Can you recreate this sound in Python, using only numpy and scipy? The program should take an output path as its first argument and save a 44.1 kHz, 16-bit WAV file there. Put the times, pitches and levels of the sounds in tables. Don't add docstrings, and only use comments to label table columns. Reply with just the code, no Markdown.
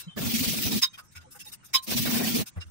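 import sys
import numpy as np
from scipy import signal
from scipy.fft import rfft, irfft
from scipy.io import wavfile
from scipy.ndimage import uniform_filter1d

SR = 44100
rng = np.random.default_rng(int(sys.argv[2]) if len(sys.argv) > 2 else 0)


def voltage_ratio(decibels):
    exponent = np.asarray(decibels, float) / 20
    return 10 ** exponent


def store_pcm(level_fs):
    pcm = np.round(np.clip(level_fs, -1, 1) * 32767).astype(np.int16)
    wavfile.write(sys.argv[1], SR, np.atleast_2d(pcm).T)


N = 119070

# time_s, slab_level_db
STROKE_WEIGHT = [
    [(.155, -79), (.182, -42.5), (.27, -36.5), (.35, -34.5), (.45, -42.5), (.49, -35.5), (.6, -39),
     (.77, -30), (.805, -56)],
    [(1.855, -80), (1.885, -39.5), (1.955, -38.5), (2.05, -38), (2.165, -31), (2.32, -40.5), (2.355, -30),
     (2.415, -33), (2.445, -68)],
]
# start_s, drone_db, rumble_db
RIDGES = [(0.179, -42, -50), (.208, -56, -40.5), (.238, -41, -46), (0.271, -38.5, -38), (.31, -44, -49),
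          (.348, -32.5, -45), (.385, -52, -42.5), (.418, -36, -39.5), (.482, -36, -39), (0.516, -63, -39),
          (0.567, -43.5, -52), (.595, -44, -46), (0.665, -40, -37), (.712, -43, -52), (.74, -34.5, -44),
          (.762, -32.5, -45), (0.78, -45, -47.5), (1.891, -41.5, -62), (1.919, -48, -42.5),
          (1.961, -35.5, -41), (2.007, -43, -37), (2.029, -37.5, -53), (2.06, -38.5, -42.5),
          (2.091, -35.5, -43), (2.135, -33.5, -46), (2.166, -34, -41.5), (2.211, -39.5, -44),
          (2.243, -34, -42), (2.275, -36, -45), (2.305, -39, -50), (2.33, -45, -41), (2.355, -29.5, -48),
          (2.396, -43, -39.5), (2.414, -37.5, -54)]
# freq_hz, level_db (per Hz)
SLAB_COLOUR = [(30, -40), (76, -14.5), (190, -6), (260, -11), (350, -17), (520, -29.5), (1500, -37)]
# start_s, grit_db, dull_crunch_db (relative to grit)
CRUSHES = [(0.184, -40.5, 3), (0.226, -33, -6.5), (0.268, -28, -11), (0.312, -27.5, -29), (0.356, -22, -39),
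           (0.398, -23.5, -26), (0.444, -22, -17), (0.489, -22, -27), (0.534, -25.5, -22),
           (0.584, -25.5, -23), (0.633, -23, -33), (.669, -25, -18.5), (0.729, -25, -14.5),
           (0.776, -26, -25.5), (1.888, -32.5, -13.5), (1.923, -23, -13.5), (1.982, -21, -21),
           (2.027, -25, -31), (2.069, -27.5, -3.5), (2.111, -24.5, -15), (2.145, -23.5, -15),
           (2.177, -25.5, -10), (2.21, -32, -1), (2.249, -27, -12), (2.281, -24.5, -12.5),
           (2.317, -27.5, -17.5), (2.36, -23.5, -20.5), (2.402, -29.5, -9), (2.579, -74.5, 23.5)]
# freq_hz, level_db (per Hz)
GRIT_COLOUR = [(1500, -11.5), (2400, 1.5), (4000, 3.5), (6500, 2.5), (12000, 0.5), (15600, 1)]
# pitch_hz, width_hz, level_db
GRIT_PEAKS = [(8600, 70, 7), (13850, 50, 7), (15450, 200, 4)]
# start_s, ring_db, crack_db, tilt_right_db
CLINKS = [
    (.832, -19.5, -23, 1.5),
    (1.75, -18, -22, 4.5),
]
# freq_hz, level_db (per Hz)
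CRACK_COLOUR = [(200, -15), (600, -18.5), (2000, 1.5), (4500, 2), (9500, 3.5), (12000, -4), (15500, -0.5)]
BANGLE_HZ = [1057, 3080, 3410, 3610, 3746, 3788, 4025, 4995, 5020, 5215, 6400, 7070, 8610, 1052]
BANGLE_T60 = [0.056, 0.08, 0.054, 0.042, 0.12, 0.067, .1, 0.073, 0.033, 0.015, 0.037, .045, 0.038, 0.19]
BANGLE_DB = [
    [-14, -21, -20.5, -17.5, -10.5, -6, -17, -12, -0.5, -0.3, -12.5, -24, -15, -35.5],
    [-10, -12, -8, -11.5, -16, -8.5, -10, -16, -7, -0.5, -16, -16, -28, -18.5],
]
# start_s, middle_db, dull_db, bright_db
TOUCHES = [(.005, -39.5, -54.5, -32.5), (0.037, -51.5, -66, -57), (0.945, -50.5, -60, -49.5),
           (.992, -46.5, -44, -43), (1.051, -73, -75, -54), (1.128, -59, -82, -53.5),
           (1.167, -45.5, -44, -44), (1.221, -55.5, -57, -60), (1.323, -56, -71, -40.5),
           (1.362, -65, -53, -44), (1.407, -41, -68, -36.5), (1.462, -50.5, -67, -41.5),
           (1.489, -49, -75, -41.5), (1.535, -46.5, -54, -35), (1.645, -69, -53, -60),
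           (1.658, -62, -75, -42.5), (1.691, -58, -68, -55), (1.84, -51, -70.5, -34),
           (2.476, -41.5, -54, -35.5), (2.575, -81, -49, -55), (2.619, -42, -47.5, -65),
           (2.674, -63, -84, -61)]
# pitch_hz, width_hz, level_db
JINGLE_PEAKS = [(1450, 120, 6), (2700, 50, 11), (3750, 150, 7), (5170, 110, 9), (8610, 40, 14),
                (12530, 50, 9), (13870, 45, 13)]
# start_s, pitch_hz, level_db, t60_s
KNOCKS = [(.078, 168.5, -42, 0.014), (.082, 3105, -49, 0.18), (.137, 3110, -51.5, 0.017),
          (.1, 3560, -59, 0.43), (.02, 3970, -55, 0.25), (.09, 2650, -61, .05), (.07, 520, -72, .05),
          (.944, 3200, -47, .015), (.944, 2450, -53, .015), (1.02, 1250, -59, .04), (1.17, 1430, -52, .12),
          (1.325, 5300, -55, .015), (1.36, 500, -64, .02), (1.41, 2700, -48, .015), (1.41, 5150, -54, .15),
          (1.468, 500, -65, .02), (1.472, 3750, -47, .02), (1.524, 3800, -50, .015),
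          (1.53, 2880, -55, .015), (1.61, 2900, -68, .02), (1.77, 1620, -51, .08), (1.84, 13870, -45, .02),
          (2.36, 450, -34, .02), (2.66, 80, -48.5, .15), (.902, 6300, -52, 0.018), (1.165, 84, -52, 0.22),
          (1.165, 5130, -49.5, 0.048), (1.25, 860, -57.5, 0.025), (1.275, 512, -61.5, 0.01),
          (1.36, 822, -57, 0.022), (1.468, 851, -52, 0.019), (2.4, 123, -33, 0.013), (2.4, 444, -40, 0.014),
          (2.571, 88, -35.5, 0.12), (2.571, 170, -48, 0.051), (2.62, 2800, -45, 0.015)]
# freq_hz, level_db (per Hz)
ROOM_COLOUR = [(30, 2), (134, 13.5), (512, -7.5), (1390, 0), (4190, -8.5), (9000, 1.5), (11000, -37),
               (16000, -55)]
# freq_hz, gain_db
MIC_COLOURS = [
    [(300, 7.5), (4000, -1), (5500, -4), (6450, -13), (7400, -5), (8600, -1.5), (12000, -1), (15500, 3.5)],
    [(300, 7.5), (4000, 0), (5900, 2.5), (7000, -1), (9200, -18.5), (10700, -7), (13000, -3.5), (15500, 0)],
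]

SMEAR_S, SKEW = 0.041, 0.67


def slab():
    slab_hz, ridge_s = 234.6, 0.052
    start_s, drone_db, rumble_db = np.transpose(RIDGES)

    wander = 1.14 * drift(9.7)
    between_mics = np.pi / 2 + 0.46 * wander[1]
    phase = 2 * np.pi * slab_hz * np.arange(N) / SR + wander[0]
    phase = phase + np.array([[0], [1]]) * between_mics
    drone = swells(start_s, drone_db, ridge_s) * np.sqrt(2) * np.sin(phase)

    low = noise(SLAB_COLOUR, (), 20, 205.0)
    low = low / (np.abs(signal.hilbert(low)) + .3) ** 0.49
    rumble = swells(start_s, rumble_db, ridge_s * 1.36) * low / low.std()

    hum = voltage_ratio(stroke_db() - 8) * noise(SLAB_COLOUR, (), 220.0)
    return drone + rumble + hum


def stroke_db():
    t = np.arange(N) / SR
    strokes = [np.interp(t, *np.transpose(w), left=-120, right=-120) for w in STROKE_WEIGHT]
    return np.max(strokes, axis=0)


def grit():
    crush_s, crush_db, rasp_db, rasp_dull_db = 0.073, -2, -32.5, -62.5
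    start_s, grit_db, dull_db = np.transpose(CRUSHES)

    weight = stroke_db() + 50
    rasp = voltage_ratio(np.where(weight > 0, 0.37, 1.3) * weight - 6)
    bright_swells = swells(start_s, grit_db + crush_db, crush_s)
    dull_swells = swells(start_s, grit_db + dull_db + crush_db, crush_s * 0.86)
    bright_level = np.hypot(bright_swells, voltage_ratio(rasp_db) * rasp)
    dull_level = np.hypot(dull_swells, voltage_ratio(rasp_dull_db) * rasp)

    crunch_colour = [(300, 3.0), (700, -2.5), (1200, -8.0), (2000, -3.5)]  # Hz, dB per Hz
    crunch = mottle(noise(crunch_colour, (), 300, 2130), 5.6, 150, .015)
    crackle = mottle(noise(GRIT_COLOUR, GRIT_PEAKS, 1400), 1.9, 500, .015)
    return dull_level * crunch + bright_level * crackle


def clinks():
    out = 0
    for (start_s, ring_db, crack_db, tilt_db), strengths in zip(CLINKS, BANGLE_DB):
        modes = zip(BANGLE_HZ, strengths, BANGLE_T60)
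        ring = rings([(start_s, hz, ring_db + mode_db, t60) for hz, mode_db, t60 in modes])
        ring = ring * voltage_ratio([[-tilt_db / 2], [tilt_db / 2]])
        crack_level = swells([start_s, start_s + 0.026], [crack_db, crack_db - 18.0], SMEAR_S * 1.32)
        crack = crack_level * mottle(noise(CRACK_COLOUR), 2.8, 300, .03)
        out = out + ring + crack
    return out


def touches():
    start_s, middle_db, dull_db, bright_db = np.transpose(TOUCHES)
    sheen_db = bright_db - 12 + 0.87 * np.minimum(bright_db - middle_db - 3, 0)
    bands = [(dull_db, 1150, 2300), (middle_db, 2300, 7000),
             (bright_db - 1, 7000, 10500), (sheen_db, 10500, 2e4)]
    flat = [(1000, 0), (16000, 0)]
    out = 0
    for level_db, low_hz, high_hz in bands:
        hiss = mottle(noise(flat, JINGLE_PEAKS, low_hz, high_hz), 3.0, 500, .03)
        out = out + swells(start_s, level_db - 4, SMEAR_S * 1.347) * hiss
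    return out


def knocks():
    return rings(KNOCKS)


def room_tone():
    return voltage_ratio(-62) * mottle(noise(ROOM_COLOUR), 3.5, 600, 0.036)


def rings(rows):
    out = np.zeros((2, N))
    t = np.arange(SR // 2) / SR
    strike = smear(t[:SR // 10] - SMEAR_S / 2, SMEAR_S)
    flutter_db = 8.5 * np.tanh(drift(66.3))
    for (start_s, hz, level_db, t60), (left, right, pan) in zip(rows, rng.random((len(rows), 3))):
        shape = signal.fftconvolve(voltage_ratio(-60 * t / t60), strike)[:len(t)]
        turns = np.array([[left], [right]])
        wave = shape / shape.max() * np.sin(2 * np.pi * (hz * t + turns))
        stretch_db = flutter_db[:, int(left * N / 2):][:, :len(t)]
        wave = wave * voltage_ratio(min(hz / 4000, 1) * stretch_db)
        side_db = 4 * (pan - .5) * np.array([[-1], [1]])
        start = max(int((start_s - SMEAR_S / 2) * SR), 0)
        out[:, start:start + len(t)] += (voltage_ratio(level_db + side_db) * wave)[:, :N - start]
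    return out


def smear(t, length):
    place = np.clip(t / length + .5 ** (1 / SKEW), 0, 1)
    return np.sin(np.pi * place ** SKEW) ** 2


def swells(times, levels_db, length):
    t = np.arange(0, N + 16, 16) / SR
    shapes = smear(t - np.array(times)[:, None], length)
    coarse = np.sqrt(voltage_ratio(2 * np.array(levels_db)) @ shapes ** 2)
    return np.interp(np.arange(N) / SR, t, coarse)


def at_hz(points, hz):
    points = np.array(points)
    return np.interp(np.log(hz + 1), np.log(points[:, 0]), points[:, 1])


def noise(spectrum, peaks=(), low_hz=0.87, high_hz=3e4):
    hz = np.fft.rfftfreq(N, 1 / SR)
    resonance = 1 + sum(voltage_ratio(2 * db) / (1 + (2 * (hz - f) / w) ** 2) for f, w, db in peaks)
    edges = (1 + (low_hz / (hz + 1)) ** 8) * (1 + (hz / high_hz) ** 8)
    gain = voltage_ratio(at_hz(spectrum, hz)) * np.sqrt(resonance) / np.sqrt(edges)
    x = irfft(rfft(rng.standard_normal((2, N))) * gain, N)
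    return x / x.std()


def drift(rate_hz):
    lowpass = signal.butter(2, rate_hz, fs=SR, output="sos")
    x = signal.sosfilt(lowpass, rng.standard_normal((2, N + SR)))[:, SR:]
    return x / x.std()


def mottle(x, depth_db, width_hz, length):
    hz, _, spec = signal.stft(x, SR, nperseg=512)
    field = rng.standard_normal(spec.shape[1:])
    for _ in range(2):
        field = uniform_filter1d(field, max(int(width_hz * 512 / SR), 1), axis=0)
        field = uniform_filter1d(field, max(int(length * SR / 256), 1), axis=1)
    field = field / field.std() * np.minimum(hz / 700, 1)[:, None]
    out = signal.istft(spec * voltage_ratio(depth_db * field), nperseg=512)[1][:, :N]
    return out * x.std() / out.std()


def scene():
    noisy = mottle(grit() + touches() + room_tone(), 3, 90, .035)
    return slab() + noisy + clinks() + knocks()


def band_limit(x):
    return signal.sosfilt(signal.butter(12, 17000, fs=SR, output="sos"), x)


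def record(dry):
    hz = np.fft.rfftfreq(N, 1 / SR)
    top_cut = np.clip((15750 - hz) / 80 + .5, 0, 1)
    gain = voltage_ratio([at_hz(m, hz) for m in MIC_COLOURS]) * top_cut
    mix = irfft(rfft(dry) * gain, N)
    return band_limit(mix)


dry = scene()
out = record(dry)
store_pcm(out)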